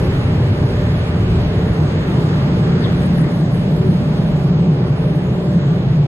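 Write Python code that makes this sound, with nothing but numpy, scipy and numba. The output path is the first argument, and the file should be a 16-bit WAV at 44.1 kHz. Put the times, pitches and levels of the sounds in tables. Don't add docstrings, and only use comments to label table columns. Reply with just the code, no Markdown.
import sys
import numpy as np
from scipy import signal
from scipy.fft import rfft, irfft, next_fast_len
from scipy.io import wavfile
from scipy.ndimage import uniform_filter1d
from numba import njit

SR = 44100
rng = np.random.default_rng(int(sys.argv[2]) if len(sys.argv) > 2 else 0)


def volts_from_decibels(level):
    exponent = np.asarray(level, float) / 20
    return 10 ** exponent


def store_wav(level_fs):
    pcm = np.round(np.clip(np.atleast_2d(level_fs), -1, 1) * 32767)
    wavfile.write(sys.argv[1], SR, pcm.T.astype(np.int16))


N = 267676

# time_s, boom_hz, distance_behind_windscreen_m
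NOZZLE = [(0, 110, 0), (.7, 118.3, 0.39), (1.3, 121.6, 0.32), (2.3, 145.4, 0.091), (2.7, 136.5, 0.045),
          (3.1, 163.3, 0.42), (3.45, 147.3, 0.81), (4.2, 158.7, 0.91), (5, 144, 1.15), (5.6, 153, 1.07),
          (6.07, 136.7, 1.48)]
# pitch_hz, level_db_per_hz
BUFFET = [(11, -45), (18, -32), (100, -13), (130, -27), (220, -120)]
# pitch_hz, level_db_per_hz
ROAR = [(190, -20), (230, -3), (300, -5), (400, -5), (520, -10.5), (700, -15), (1000, -17), (1500, -19.5),
        (2300, -23.5), (3500, -26.5), (4600, -30.5), (6000, -39), (8000, -47), (12000, -66.5),
        (13600, -100)]
# pitch_hz, level_db_per_hz
SEAL = [(6500, -11), (8500, -3), (10500, -1), (12000, -3), (13300, -8.5), (15500, -25.5)]
# pitch_hz, right_db
LEAN = [(200, 0), (660, 0.5), (1100, 2), (1600, 1.5), (4000, 0.5)]
# pitch_hz, level_db
APART = [(30, -40.5), (60, -19.5), (125, -43), (200, -15.5), (360, -13), (660, -6), (1000, -2), (1700, 0.5),
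         (2500, 4), (3500, 5), (5000, 7.5), (9000, 3.5)]
# pitch_hz, width_hz, level_db
CABIN = [(177, 15.7, -25.5), (160.6, 33, -28), (613.3, 22, -42.5), (788, 156, -41.5), (1175, 11, -50),
         (1783, 9.7, -54.5), (1994, 21, -62)]
# start_s, end_s, slips_per_s, unevenness_0_to_1, peak_db, right_port_db
SLIPS = [
    (2.8333, 2.874, 177, .01, -9, -7),
    (2.99, 3.115, 125, .3, -22, -8),
    (3.155, 3.265, 170, .3, -39, -1),
    (3.16, 3.345, 300, .2, -24, -16),
    (2.8107, 2.85, 177, .01, -21, -8),
    (2.8616, 2.905, 177, .05, -23, -8),
]
# start_hz, end_hz, width_hz, level_db
RINGS = [
    [(3850, 3150, 500, 0)],
    [(8600, 8600, 220, -20), (10900, 10900, 600, -18), (1750, 1750, 200, -3), (1200, 1200, 150, -4)],
    [(10250, 9950, 500, 0), (8650, 8650, 200, -3), (11600, 11600, 600, -3)],
    [(1700, 2250, 400, 0), (1250, 1250, 150, -10)],
    [(4500, 4600, 350, 0), (3500, 3500, 400, -3)],
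    [(3250, 3500, 300, 0)],
]
# time_s, hiss_db
LEAK = [(0, -54), (.45, -57.5), (.83, -56.5), (1.64, -58.5), (2.1, -56.5), (2.65, -59.5), (3.28, -53),
        (3.5, -54), (3.8, -57), (4.6, -59), (5.05, -58), (5.5, -60), (6.07, -60.5)]
# pitch_hz, width_hz; then the level_db of each
MODES_HZ = [
    (375, 13),
    (440, 24),
]
MODES_DB = (-38.5, -39)
# time_s, change_db, length_s
GUSTS = [(.39, 3, 0.11), (.52, 7, 0.018), (.56, -8, 0.028), (.63, 6, 0.032), (.71, -8.5, 0.03),
         (.81, -3, 0.077), (1.06, -5.5, 0.068), (1.49, -2, 0.04), (1.53, -15, 0.018), (1.74, -5.5, 0.05),
         (1.84, 3.5, 0.044), (1.89, -8, 0.025), (2.04, -4.5, 0.098), (2.18, 8, 0.012), (2.91, 7.5, 0.0085),
         (2.96, -2, 0.035), (3.03, -1.5, 0.051), (3.21, 6.5, 0.017), (3.31, -6, 0.031), (3.9, 4, 0.049),
         (4.15, -6, 0.03), (4.65, 4.5, 0.08), (4.78, 0, 0.04), (5.24, -5, 0.068), (5.43, -15, 0.024),
         (5.57, 3.5, 0.029), (5.68, 2, 0.018), (6.05, 3.5, 0.17)]
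# time_s, change_db, length_s
ROCKS = [(.05, -1, 0.067), (1.37, 6.5, 0.12), (1.71, 6.5, 0.031), (2.3, 0, 0.2), (2.64, -3, .06),
         (3.16, 3.5, 0.11), (3.35, -7, 0.094), (3.7, -7, 0.038), (4.8, -8, .06)]
# time_s, level_db
BLADE_TONE = [(0, -33.5), (.4, -34.5), (.72, -33.5), (1.2, -36.5), (1.6, -37), (2.15, -40), (2.5, -35.5),
              (3.05, -34), (3.3, -36), (3.7, -35), (4.1, -35), (4.6, -36.5), (4.9, -40), (5.2, -39),
              (5.55, -34.5), (5.8, -43), (6.07, -48)]
# time_s, change_db, length_s
SHUTS = [(2.0, 0, 0.055), (2.76, -7, 0.033), (3.1, -1.5, 0.074), (3.31, -2, 0.044), (3.45, -2.5, .06),
         (3.85, 3.5, .1), (4.55, -9, 0.043), (4.69, -10, 0.026), (4.79, -5, .03), (5.03, 1.5, 0.072),
         (5.33, -1, .04), (5.62, -10, 0.03), (5.8, -1, 0.038), (5.9, -2, .04), (6.04, -13, .04)]
# time_s, change_db, length_s
FINDS = [
    [(.45, 7, 0.26), (1.39, 7, 0.12), (2.1, -1, 0.04), (2.72, 14, 0.062), (3.23, 11, 0.05),
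     (3.85, 18.5, 0.089), (4.6, 3, 0.21), (5.45, 9.5, 0.2), (6.0, 7, 0.18)],
    [(.32, 2, .06), (.68, 10, 0.12), (1.15, 6, 0.097), (1.55, 9, 0.49), (2.65, 9, 0.2), (2.95, -8, 0.086),
     (3.8, 8, 0.11), (5.07, 5, 0.1), (5.4, 4, 0.056)],
]
# low_hz, high_hz, level_under_leak_db, ease_of_opening, opens_per_db
WHISTLES = [
    (13750, 14050, -18, -1.6, .02),
    (14450, 14850, -18, -4.5, .36),
    (15100, 15600, -14, -7.8, .5),
]
# time_s, change_db, length_s
WIDEST = [(3.6, 7, .5)]
# time_s, change_db, length_s
BEATS = [(.17, -14.5, 0.042), (.39, -10, 0.028), (.94, -15, 0.03), (1.11, -7, 0.037), (1.28, -13, 0.055),
         (1.74, -2, .06), (2.08, -9, .06), (2.75, -10, .05), (2.93, -12, 0.039), (3.09, -9, .03),
         (3.38, -3.5, .05), (3.6, -8, .03), (3.92, -12, .04), (4.75, -15, .025), (4.96, -7, .04),
         (5.06, 8, 0.044), (5.27, -14, .06), (5.68, -8, .04)]
# time_s, peak_db, ring_hz, width_hz
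TICKS = [(3.002, -34, 8600, 200), (3.017, -33, 8600, 200), (3.030, -31, 8600, 200), (3.038, -34, 8600, 200),
         (3.044, -38, 8600, 200), (3.054, -36, 8600, 200), (3.066, -32, 8600, 200), (3.101, -39, 8600, 200),
         (3.029, -39, 9900, 350), (3.052, -38, 10200, 350), (3.060, -31, 9700, 350),
         (3.178, -39, 10000, 400), (3.186, -38, 10100, 400), (3.192, -35, 10200, 400),
         (3.213, -38, 9800, 400), (3.244, -37, 10100, 400), (3.184, -15, 1740, 200),
         (3.206, -18, 1900, 300), (3.243, -19, 2030, 300), (3.274, -23, 2150, 300), (3.322, -22, 1980, 300),
         (2.921, -29, 3300, 350)]
# time_s, change_db, length_s
DRUMS = [
    (.33, -12, 0.18),
    (.88, 8, 0.053),
    (1.3, -1, 0.22),
    (2.4, -3, 0.19),
    (3.0, 2, 0.3),
    (4.0, -1, .2),
    (4.7, -1, 0.19),
    (5.4, 2.5, 0.1),
]

BUFFET_DB, BUFFET_DB_PER_S = -21, -1.09
BOOM_DB, BOOM_DB_PER_OCTAVE, BOOM_WIDTH_HZ, NARROWS_HZ_PER_M = -16, 4, 152, 57.5
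ROAR_DB, ROAR_DB_PER_M, RUSH_DB, RUSH_DB_PER_M = -22, -1.5, -37, -4.0
TOP_DB, TOP_OPENS_PER_DB, TIP_DB = -9, 0.5, -14
BLADE_HZ, BLADE_WIDTH_HZ, BLADE_STEADY = 590.8, 7, 1.4
MODES_DB_PER_M = -3
TICK_RIGHT_DB = -14
SHARED_HZ = 6200


def curve(table):
    s, *columns = np.transpose(table)
    return [np.interp(np.arange(N) / SR, s, column) for column in columns]


def at(table, hz):
    table_hz, level_db = np.transpose(table)[:2]
    return np.interp(np.log(hz), np.log(table_hz), level_db)


def bumps(rows):
    t = np.arange(N) / SR
    return sum(db * np.exp(-((t - s) / length) ** 2) for s, db, length in rows)


def walk(rate):
    hold = int(SR / rate)
    levels = np.repeat(rng.standard_normal(N // hold + 1), hold)
    return 1.41 * uniform_filter1d(uniform_filter1d(levels, hold), hold)[:N]


def unit(x):
    return x / np.sqrt(np.mean(x ** 2))


def even(x, span_s):
    span = int(span_s * SR)
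    power = uniform_filter1d(uniform_filter1d(np.mean(x ** 2, axis=0), span), span)
    return x / np.sqrt(power + 1e-12)


@njit
def svf(x, hz, width):
    y, band, low = np.empty(len(x)), 0., 0.
    for i in range(len(x)):
        g, damping = np.tan(np.pi * hz[i] / SR), width[i] / hz[i]
        v = (band + g * (x[i] - low)) / (1 + g * (g + damping))
        band, low, y[i] = 2 * v - band, low + 2 * g * v, damping * v
    return y


def field():
    size = next_fast_len(N)
    hz = np.arange(1, size // 2 + 2) * SR / size
    apart, lean = volts_from_decibels(at(APART, hz)), volts_from_decibels(at(LEAN, hz) / 2)
    mid, side = rfft(rng.standard_normal((2, size))) / np.sqrt(1 + apart ** 2)
    left = (mid + apart * side) / lean
    right = (mid - apart * side) * lean
    return hz, np.array([left, right])


def coloured(table, low_hz, high_hz, edge):
    hz, ports = field()
    fade = np.clip(.5 + np.log2([hz / low_hz, high_hz / hz]) / edge, 0, 1)
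    gain = volts_from_decibels(at(table, hz)) * np.prod(np.sin(np.pi / 2 * fade), axis=0)
    return irfft(ports * gain)[:, :N]


def ring(hz, width, count=2):
    ports = irfft(field()[1])[:, :N]
    for _ in range(count):
        ports = np.array([svf(x, hz + np.zeros(N), width + np.zeros(N)) for x in ports])
    return unit(ports)


def buffet():
    level_db = BUFFET_DB + BUFFET_DB_PER_S * np.arange(N) / SR + bumps(ROCKS)
    return even(coloured(BUFFET, 14, 99.5, 0.93), 0.94) * volts_from_decibels(level_db)


def roof_boom():
    boom_hz, behind_m = curve(NOZZLE)
    octaves_up = np.log2(boom_hz / NOZZLE[0][1])
    level_db = BOOM_DB + BOOM_DB_PER_OCTAVE * octaves_up + bumps(GUSTS)
    width_hz = BOOM_WIDTH_HZ - NARROWS_HZ_PER_M * behind_m
    return even(ring(boom_hz, width_hz, count=4), 0.097) * volts_from_decibels(level_db)


def air_roar():
    behind_m = curve(NOZZLE)[1]
    roar_db = ROAR_DB + ROAR_DB_PER_M * behind_m
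    rush_db = RUSH_DB + RUSH_DB_PER_M * behind_m
    air = 0
    for hz in 190 * 2 ** np.arange(0, 6.1, .5):
        rush_share = np.clip(np.log2(hz / 600) / 0.79, 0, 1)
        trend_db = rush_share * (rush_db - roar_db + 14) + roar_db
        band = coloured(ROAR, hz, hz * np.sqrt(2), 0.28)
        air = air + band * volts_from_decibels(trend_db + 0.94 * walk(9))
    return air * volts_from_decibels(22)


def gap_db():
    return curve(LEAK)[0] + bumps(SHUTS)


def choke_db(open_db, ease, opens_per_db):
    push = walk(30) - opens_per_db * (open_db + 60) - ease
    return 75 * np.clip(3 * push, 0, 1)


def seal_hiss():
    open_db = gap_db()
    leak_db = open_db - 1.8 * np.clip(walk(28), 0, 3)
    top_db = leak_db + TOP_DB - choke_db(open_db, -0.1, TOP_OPENS_PER_DB)
    tip_db = leak_db + TIP_DB - choke_db(open_db, -1.2, TOP_OPENS_PER_DB)
    body = unit(coloured(SEAL, 6000, 12000, .1)) * volts_from_decibels(leak_db + 0.3)
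    top = unit(coloured(SEAL, 12000, 12800, .04)) * volts_from_decibels(top_db)
    tip = unit(coloured(SEAL, 12800, 13500, .04)) * volts_from_decibels(tip_db)
    return body + top + tip


def whistles():
    open_db = gap_db()
    wide_db = open_db + bumps(WIDEST)
    out = 0
    for low_hz, high_hz, db, ease, opens_per_db in WHISTLES:
        level_db = open_db + db - choke_db(wide_db, ease, opens_per_db)
        out = out + unit(coloured(SEAL, low_hz, high_hz, .04)) * volts_from_decibels(level_db)
    return out


def impeller():
    steady = BLADE_STEADY * np.sin(2 * np.pi * BLADE_HZ * np.arange(N) / SR)
    tone = unit(steady + 0.3 * ring(BLADE_HZ, BLADE_WIDTH_HZ))
    return tone * volts_from_decibels(curve(BLADE_TONE)[0] + bumps(BEATS) + 0.6 * walk(7.89))


def cabin_resonances():
    fade_db = MODES_DB_PER_M * curve(NOZZLE)[1]
    out = 0
    for (hz, width), db, finds in zip(MODES_HZ, MODES_DB, FINDS):
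        level_db = db + fade_db + bumps(finds) + 1.4 * walk(6.03)
        out = out + even(ring(hz, width), 0.048) * volts_from_decibels(level_db)
    for hz, width, db in CABIN:
        level_db = db + 1.64 * walk(2.534)
        if hz > 500:
            level_db = level_db + 0.63 * fade_db
        if hz < 200:
            level_db = level_db + bumps(DRUMS)
        out = out + ring(hz, width) * volts_from_decibels(level_db)
    return out


def trim_ring(clicks, hz, width):
    for _ in range(3):
        clicks = svf(clicks, hz, np.full(len(clicks), 2. * width))
    return clicks * SR / (2 * np.pi * width)


def both_ports(rung, right_db):
    return np.array([rung, volts_from_decibels(right_db) * np.roll(rung, 5)])


def trim():
    out, t = np.zeros((2, N)), np.arange(N) / SR
    for (start_s, end_s, rate, uneven, db, right_db), rings in zip(SLIPS, RINGS):
        wait_luck, level_luck = rng.standard_normal((80, 2)).T
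        when = start_s + np.cumsum(np.exp(uneven * wait_luck)) / rate
        part = np.clip((when - start_s) / (end_s - start_s), 0, 1)
        swell = np.sin(np.pi * part ** .75) ** 1.8
        clicks = np.zeros(N)
        clicks[(when * SR).astype(int)] = swell * volts_from_decibels((.8 + 8 * uneven) * level_luck)
        span = slice(int(start_s * SR), int((end_s + .05) * SR))
        for start_hz, end_hz, width, ring_db in rings:
            hz = np.interp(t[span], [start_s, end_s], [start_hz, end_hz])
            rung = trim_ring(clicks[span], hz, width)
            out[:, span] += volts_from_decibels(db + ring_db) * both_ports(rung, right_db)
    return out


def ticks():
    out, size = np.zeros((2, N)), 1024
    for s, db, hz, width in TICKS:
        click = 1. * (np.arange(size) == 8)
        rung = trim_ring(click, np.full(size, 1. * hz), width) * volts_from_decibels(db)
        start = int(s * SR)
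        out[:, start:start + size] += both_ports(rung, TICK_RIGHT_DB)
    return out


def scene():
    jet = buffet() + roof_boom() + air_roar()
    leak = seal_hiss() + whistles()
    blower = impeller() + cabin_resonances()
    return jet + leak + blower + trim() + ticks()


def share_treble(x):
    f, t, z = signal.stft(x, SR, window="cosine", boundary="even", nperseg=2048)
    number = np.arange(16)
    band = np.clip((f - SHARED_HZ) // 620 + 1, 0, 15).astype(int)
    power = (band == number[:, None]) @ uniform_filter1d(abs(z) ** 2, size=3) + 1e-20
    faint = 10 * np.log10(np.median(power[0], axis=1, keepdims=True) / power[0]) / 9
    odds = np.interp(number, [0, 1, 9, 10, 15], [9, 0.13, .16, 0.48, .4])[:, None]
    odds = odds + np.clip(faint, 0, .6) * (number[:, None] > 3)
    luck = rng.random((2, 16, len(t) // 2 + 1)).repeat(2, axis=2)[:, :, :len(t)]
    separate = (luck[0] < odds) | (power[0] > 3.5 * power[1])
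    z[1] = np.where(separate[band], z[1], z[0] * volts_from_decibels(2.5))
    loss_db = np.minimum(number, 6)[:, None] * 3.5 * luck[1] ** 4
    z *= volts_from_decibels(-loss_db)[band]
    return signal.istft(z, SR, window="cosine", nperseg=2048)[1][:, :N]


def low_pass(x):
    return signal.sosfilt(signal.butter(12, 15600, fs=SR, output="sos"), x)


def record(dry):
    x = share_treble(np.tanh(1.115 * dry) / 1.143)
    fade = np.sin(np.pi / 2 * np.minimum(np.arange(N, 0, -1) / 300, 1)) ** 2
    return low_pass(x * fade)


dry = scene()
out = record(dry)
store_wav(out)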